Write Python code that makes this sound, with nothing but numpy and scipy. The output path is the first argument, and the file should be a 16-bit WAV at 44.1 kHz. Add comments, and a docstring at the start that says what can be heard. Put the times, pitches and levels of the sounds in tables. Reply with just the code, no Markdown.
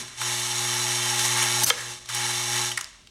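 """A vibratory bowl feeder rattles a heap of steel studs in its ringing bowl, tossed by a humming magnet.
It starts, runs, dies down as a pneumatic slide hisses, squeaks and slams at the track end,
then restarts and stops again. The slam leaves a lingering ring. Single studs clack on the track
and the bench gives a few dull booms. The hard workshop answers briefly, over a low rumble."""
import sys
import numpy as np
from scipy import signal
from scipy.fft import rfft, irfft, next_fast_len
from scipy.io import wavfile
from scipy.ndimage import map_coordinates

SR = 44100
rng = np.random.default_rng(int(sys.argv[2]) if len(sys.argv) > 2 else 0)


def transcribe(u):
    """Save the signal u as a 16-bit wav file named by the first command-line argument.

    u: samples, shape (n,) or (channels, n), limited to [-1, 1]; the rate is SR.
    q: integer samples, one column per channel.
    """
    v = np.clip(np.atleast_2d(u).T, -1, 1)
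    q = np.round(v * 32767).astype(np.int16)
    wavfile.write(sys.argv[1], SR, q)


N = 136710
SHAKE_HZ, FULL_DRIVE_DB = 120, -43
STRIKE_DB = 12  # a first contact, above the flurry that follows

# The rattle's broad tone. Each row: frequency in Hz, gain in dB.
RATTLE_EQ = [(150, -29.5), (400, -16), (720, -7), (1100, 1), (5000, -3.5), (8500, -6.5), (11000, -11),
             (13000, -20.5), (15800, -29.5)]
# Resonances of bowl and studs. Each row: centre in Hz, width in Hz, lift in dB.
BOWL_MODES = [(652, 25, 9), (1495, 90, -7), (1620, 110, 5.5), (1809, 72, 5), (1938, 55, 6.5),
              (2226, 105, 8), (2425, 70, -6.5), (2728, 35, 6), (2925, 140, 6), (3121, 46, 10.5),
              (3542, 105, 11), (3830, 220, 4.5), (3982, 70, 9.5), (4115, 70, 7), (4510, 55, 6),
              (5560, 380, 10.5), (5694, 32, 6.5), (5922, 35, 5), (6270, 650, 8.5), (6743, 105, 11),
              (7192, 100, 4.5), (8075, 650, 9), (8671, 190, 8), (9143, 80, 9), (9421, 35, 11),
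              (9824, 45, 10), (10203, 310, 10), (10775, 260, 7), (11266, 145, 7.5), (12371, 520, 8),
              (14350, 400, 10)]
def rattle(body_db, treble_db):
    """Tossed studs ring the bowl's main resonances and a thicket of fine ones; the treble pulses most."""
    fine_db = 1.2 * rng.standard_normal(400)
    fine_hz = np.linspace(0, SR / 2, len(fine_db))
    bowl = lambda hz: along(RATTLE_EQ, hz) + lifts(BOWL_MODES, hz) + np.interp(hz, fine_hz, fine_db)
    low_share = lambda hz: 1 / (1 + (hz / 2770) ** 8)  # crossover from body to treble
    body_eq = lambda hz: bowl(hz) + 10 * np.log10(low_share(hz) + 1e-9)
    treble_eq = lambda hz: bowl(hz) + 10 * np.log10(1 - low_share(hz) + 1e-9)
    body = unit(coloured(impacts(pulsing=0.14), body_eq))
    treble = unit(coloured(impacts(pulsing=0.42), treble_eq))
    jostle = amp(0.39 * wobble(50))
    return jostle * (amp(body_db - 1) * body + amp(treble_db) * sizzle(treble, treble_db))


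def impacts(pulsing, per_s=6500, spread_db=2.5):
    """Stud contacts of random size crowd into one part of each shake."""
    shake = 1 + pulsing * np.cos(2 * np.pi * SHAKE_HZ * np.arange(N) / SR)
    hit = rng.random(N) < shake * per_s / SR
    return hit * rng.choice([-1, 1], N) * amp(spread_db * rng.standard_normal(N))


def sizzle(treble, treble_db, corner_hz=10700, neutral_db=-32.5):
    """Harder contacts are shorter, so the top of the rattle grows faster than the rest."""
    hz = np.fft.rfftfreq(N, 1 / SR)
    top = irfft(rfft(treble) / (1 + (corner_hz / (hz + 1)) ** 10), N)
    return treble + top * (amp(0.45 * (treble_db - neutral_db)) - 1)


# The hum's partials. Each row: harmonic number, offset in dB at full drive, dB gained per dB of drive.
HUM_PARTIALS = [(1, 0.5, 1.5), (2, -9.5, 1.54), (3, -3, 1.48), (4, -19, 1.6), (5, -16.5, 1)]
def magnet_hum(drive_db, overtone_lag_s=0.04):
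    """The magnet pulls twice per mains cycle; its overtones swell later and waver more."""
    t = np.arange(N) / SR
    late_db = np.minimum(drive_db, np.interp(t - overtone_lag_s, t, drive_db))
    out = np.zeros(N)
    for k, offset_db, growth in HUM_PARTIALS:
        push_db = (late_db if k > 1 else drive_db) - FULL_DRIVE_DB
        waver_db = 0.25 * k * wobble(8.84)
        level = amp(FULL_DRIVE_DB + offset_db + growth * push_db + waver_db)
        out += np.sqrt(2) * level * np.sin(2 * np.pi * (k * SHAKE_HZ * t + rng.random()))
    return out


# The shell's lowest modes. Each row: centre in Hz, width in Hz, lift in dB.
SHELL_MODES = [(831, 60, 20.5), (884.3, 43, 19.5)]
def bowl_shell(drive_db):
    """Only a hard shake throws the heap enough to ring the bowl's hollow shell."""
    eq = lambda hz: lifts(SHELL_MODES, hz) - 20 * np.abs(np.log2((hz + 1) / SHELL_MODES[0][0]))
    level_db = -42.5 + 1.92 * (drive_db - FULL_DRIVE_DB)
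    return amp(level_db) * unit(coloured(impacts(pulsing=0.14), eq))


# Stud clacks and the slam's after-ring. Each row: start in seconds, level in dB,
# ring centre and width in Hz, ring lift in dB, hold and t60 in seconds.
METAL_RINGS = [(0.08, -40.5, 3820, 3000, 7, 0.0049, 0.024), (0.214, -25, 2270, 2400, 12, 0.0049, 0.016),
               (1.192, -22.5, 2480, 2000, 1, .005, 0.019), (1.252, -24.5, 5800, 2500, 9, 0.008, 0.028),
               (1.425, -21.5, 9700, 5000, 10, 0.0036, 0.043), (1.774, -36.5, 1720, 300, 17, .03, 0.44),
               (2.0583, -38, 4500, 4000, 9, 0.0018, 0.015), (2.089, -32.5, 1860, 1490, 6, 0.012, 0.05),
               (2.147, -26.5, 11100, 5000, 4, 0.0045, .04), (2.7155, -28, 3020, 500, 16, 0.0066, 0.02),
               (2.7741, -24.5, 9400, 2500, 16, 0.0018, 0.017),
               (2.7757, -20, 2000, 1100, 14.5, 0.0027, 0.023),
               (2.788, -34.5, 1400, 1300, 14, 0.0058, 0.027), (2.81, -26, 5700, 620, 6, 0.0027, 0.015),
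               (2.844, -24.5, 5350, 2400, 15, 0.0003, 0.0036), (3.072, -44.5, 3560, 3500, 12, 0.0019, .02)]
# The tone they all share. Each row: frequency in Hz, gain in dB.
METAL_EQ = [(200, -57), (650, -5.5), (1100, 1.5), (8000, 3.5), (11000, -3), (16000, -19)]
def clacks_and_after_ring():
    """Stud clacks, each with its own ring, plus a lingering ring near 1.7 kHz just after the slam."""
    out = np.zeros(N)
    for start, db, centre, width, lift, hold, t60 in METAL_RINGS:
        eq = lambda hz: along(METAL_EQ, hz) + lifts([(centre, width, lift)], hz)
        add(out, start, amp(db) * burst(hold, t60, eq, strike=amp(STRIKE_DB)))
    return out


# Valve spurts. Each row: start and hold in seconds, level in dB, t60 in seconds,
# treble tilt in dB per octave.
AIR_SPURTS = [(1.634, 0.0067, -17.5, 0.015, 5), (1.663, 0.0365, -23, 0.015, 2.5)]
# The hiss before its tilt. Each row: frequency in Hz, gain in dB.
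AIR_EQ = [(80, -14), (1000, 2.5), (3000, -0.5), (5000, 3), (9000, 1), (10000, -3), (11300, 0.5),
          (13500, -10), (16000, -15)]
def valve_hiss():
    """The slide's valve lets out short, bright jets of air."""
    out = np.zeros(N)
    for start, hold, db, t60, tilt in AIR_SPURTS:
        eq = lambda hz: along(AIR_EQ, hz) + tilt * np.log2(1 + hz / 1000)
        add(out, start, amp(db) * burst(hold, t60, eq))
    return out


# The squeak's partials. Each row: frequency in Hz, relative level in dB.
SQUEAK_PARTIALS = [(6150, -2.5), (10400, -11), (11900, -8)]
def slide_squeak(start_s=1.6428, level_db=-11.5):
    """The slide gives a tiny, high squeak as it sets off."""
    out = np.zeros(N)
    for hz, db in SQUEAK_PARTIALS:
        add(out, start_s, amp(level_db + db) * ring(hz, hold_s=0.0017, t60_s=0.013))
    return out


# The end stop's ring. Each row: frequency in Hz, level in dB, t60 in seconds.
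STOP_MODES = [(475, -27, 0.045), (1294, -25, 0.038), (1700, -24.5, 0.029), (2180, -23.5, 0.018),
              (3170, -17, 0.026), (3610, -22, 0.016)]
# The struck plate's tone. Each row: frequency in Hz, gain in dB.
PLATE_EQ = [(100, -56), (480, -6), (800, -4), (1600, 0), (3400, 5), (7000, 0.5), (12000, -16), (16000, -22)]
def slide_slam(start_s=1.6985, lag_at_1khz_s=0.0055):
    """The slide slams into its stop; the plate's low bending waves arrive last."""
    plate_eq = lambda hz: along(PLATE_EQ, hz)
    crack = amp(-13.5) * burst(0.0015, 0.02, plate_eq, strike=2 * amp(STRIKE_DB))
    slam = crack + sum(amp(db) * ring(hz, 0.004, t60) for hz, db, t60 in STOP_MODES)
    hz = np.fft.rfftfreq(len(slam), 1 / SR)
    dispersion = np.exp(-4j * np.pi * lag_at_1khz_s * np.sqrt(1000 * hz))
    out = np.zeros(N)
    add(out, start_s, irfft(rfft(slam) * dispersion, len(slam)))
    return out


# Bench thuds. 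Each row: start in seconds, level in dB, t60 in seconds.
BENCH_HITS = [(0, -46, 0.39), (1.636, -35, 0.057), (1.663, -37, 0.054)]
# The bench's dull tone. Each row: frequency in Hz, gain in dB.
BENCH_EQ = [(50, -15), (130, 7.5), (400, 1.5), (1500, -46)]
def bench_booms():
    """The bench top booms low and briefly."""
    out = np.zeros(N)
    for start, db, t60 in BENCH_HITS:
        add(out, start, amp(db) * burst(0, t60, lambda hz: along(BENCH_EQ, hz)))
    return out


# The reverb's decay. Each row: frequency in Hz, t60 in seconds.
ROOM_DECAY = [(200, 1), (1800, 0.31), (6000, 0.48), (14000, 0.13)]
def workshop_reverb(send):
    """The hard room answers; each frequency dies at its own speed."""
    hz, t, noise = signal.stft(rng.standard_normal(SR // 2), SR, nperseg=256)
    decay = amp(-60 * t / along(ROOM_DECAY, hz)[:, None])
    tail = signal.istft(noise * decay, SR, nperseg=256)[1]
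    return signal.fftconvolve(send, tail / np.linalg.norm(tail))[:N]


# The room tone's shape. Each row: frequency in Hz, gain in dB.
RUMBLE_EQ = [(25, -8), (58, 4.5), (80, -4), (210, -7.5), (1000, -24), (4000, -13), (16000, -42)]
def room_tone(level_db=-57.5):
    """A steady, low rumble fills the workshop."""
    return amp(level_db) * unit(coloured(rng.standard_normal(N), lambda hz: along(RUMBLE_EQ, hz)))


def amp(db):
    """Decibels to amplitude."""
    return 10 ** (np.asarray(db) / 20)


def unit(x):
    """x scaled to an rms of 1."""
    return x / np.sqrt(np.mean(x ** 2) + 1e-20)


def along(points, hz):
    """A curve through (Hz, value) points on a log frequency axis."""
    knots_hz, values = np.transpose(points)
    return np.interp(np.log(hz + 1), np.log(knots_hz + 1), values)


def lifts(modes, hz):
    """The dB added by bell-shaped resonances."""
    return sum(db / (1 + (2 * (hz - centre) / width) ** 2) for centre, width, db in modes)


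def wobble(knots_per_s):
    """A smooth random curve."""
    return map_coordinates(rng.standard_normal(2048), [np.arange(N) * knots_per_s / SR], mode="wrap")


def coloured(x, eq):
    """x through a minimum-phase filter; eq maps Hz to dB."""
    size = 2 * next_fast_len(len(x) // 2 + 4096)
    gain = amp(eq(np.fft.rfftfreq(size, 1 / SR)))
    cepstrum = irfft(np.log(gain + 1e-6), size)
    cepstrum[1:size // 2] *= 2
    cepstrum[size // 2 + 1:] = 0
    return irfft(rfft(x, size) * np.exp(rfft(cepstrum)), size)[:len(x)]


def burst(hold_s, t60_s, eq, strike=0):
    """An optional strike, then a held and dying flurry of contacts or air, rung through eq."""
    t = np.arange(SR // 4) / SR
    env = amp(-60 * np.maximum(t - hold_s, 0) / t60_s)
    excitation = env * rng.standard_normal(len(t)) + strike * (t == 0)
    return unit(coloured(excitation, eq)) * np.sqrt(np.mean(env ** 2))


def ring(hz, hold_s, t60_s):
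    """One slightly unsteady mode swells over the first half of its hold, then dies after it."""
    t = np.arange(SR // 4) / SR
    env = np.minimum(2 * t / hold_s, 1) * amp(-60 * np.maximum(t - hold_s, 0) / t60_s)
    drift = 0.015 * np.cumsum(rng.standard_normal(len(t)))
    return np.sqrt(2) * env * np.sin(2 * np.pi * hz * t + drift)


def add(out, start_s, x):
    """Mix x into out from start_s on."""
    part = out[round(start_s * SR):][:len(x)]
    part += x[:len(part)]


# The feeder's fader moves. Each row: time in seconds, then magnet drive, rattle body and treble in dB.
FEEDER_FADERS = [(0, -47.5, -38.5, -34), (0.06, -50, -46.5, -42), (0.11, -58.5, -48.5, -46.5),
                 (0.16, -52, -49, -45), (0.22, -43.5, -34, -29.5), (0.3, -42, -33, -28),
                 (0.48, -44, -36, -29), (0.62, -41.5, -33, -28), (1.14, -41, -32, -27),
                 (1.24, -41, -30, -24.5), (1.33, -39.5, -30.5, -26.5), (1.42, -40, -27, -25.5),
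                 (1.5, -41, -31, -26.5), (1.63, -39.5, -31, -25), (1.655, -47.5, -43, -38),
                 (1.74, -50, -38, -38.5), (1.92, -46.5, -42, -36), (2.0, -55, -52.5, -46.5),
                 (2.07, -55.5, -53.5, -49.5), (2.11, -45.5, -37, -33.5), (2.18, -42.5, -32, -28.5),
                 (2.46, -43, -35.5, -29), (2.56, -40.5, -30.5, -26.5), (2.68, -43.5, -34.5, -28.5),
                 (2.76, -48, -47, -40.5), (2.83, -57, -43, -49), (2.89, -65, -52, -50.5),
                 (3.0, -64, -58, -59.5), (3.09, -63, -71, -64)]
def scene():
    """Feeder, clacks and slide in the workshop, in mono."""
    times, *faders = np.transpose(FEEDER_FADERS)
    drive_db, body_db, treble_db = [np.interp(np.arange(N) / SR, times, db) for db in faders]
    studs = rattle(body_db, treble_db)
    hits = clacks_and_after_ring() + valve_hiss() + slide_squeak() + slide_slam() + bench_booms()
    rumble = room_tone()
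    feeder = studs + magnet_hum(drive_db) + bowl_shell(drive_db)
    send = amp(-12.5) * (hits + amp(-2.5) * studs)
    return (feeder + hits + workshop_reverb(send) + rumble)[None]


def record(dry):
    """A brick-wall low-pass takes off the very top."""
    size = next_fast_len(N + SR // 2)
    passband = np.fft.rfftfreq(size, 1 / SR) < 15800
    return irfft(rfft(dry, size) * passband, size)[..., :N]


dry = scene()
out = record(dry)
transcribe(out)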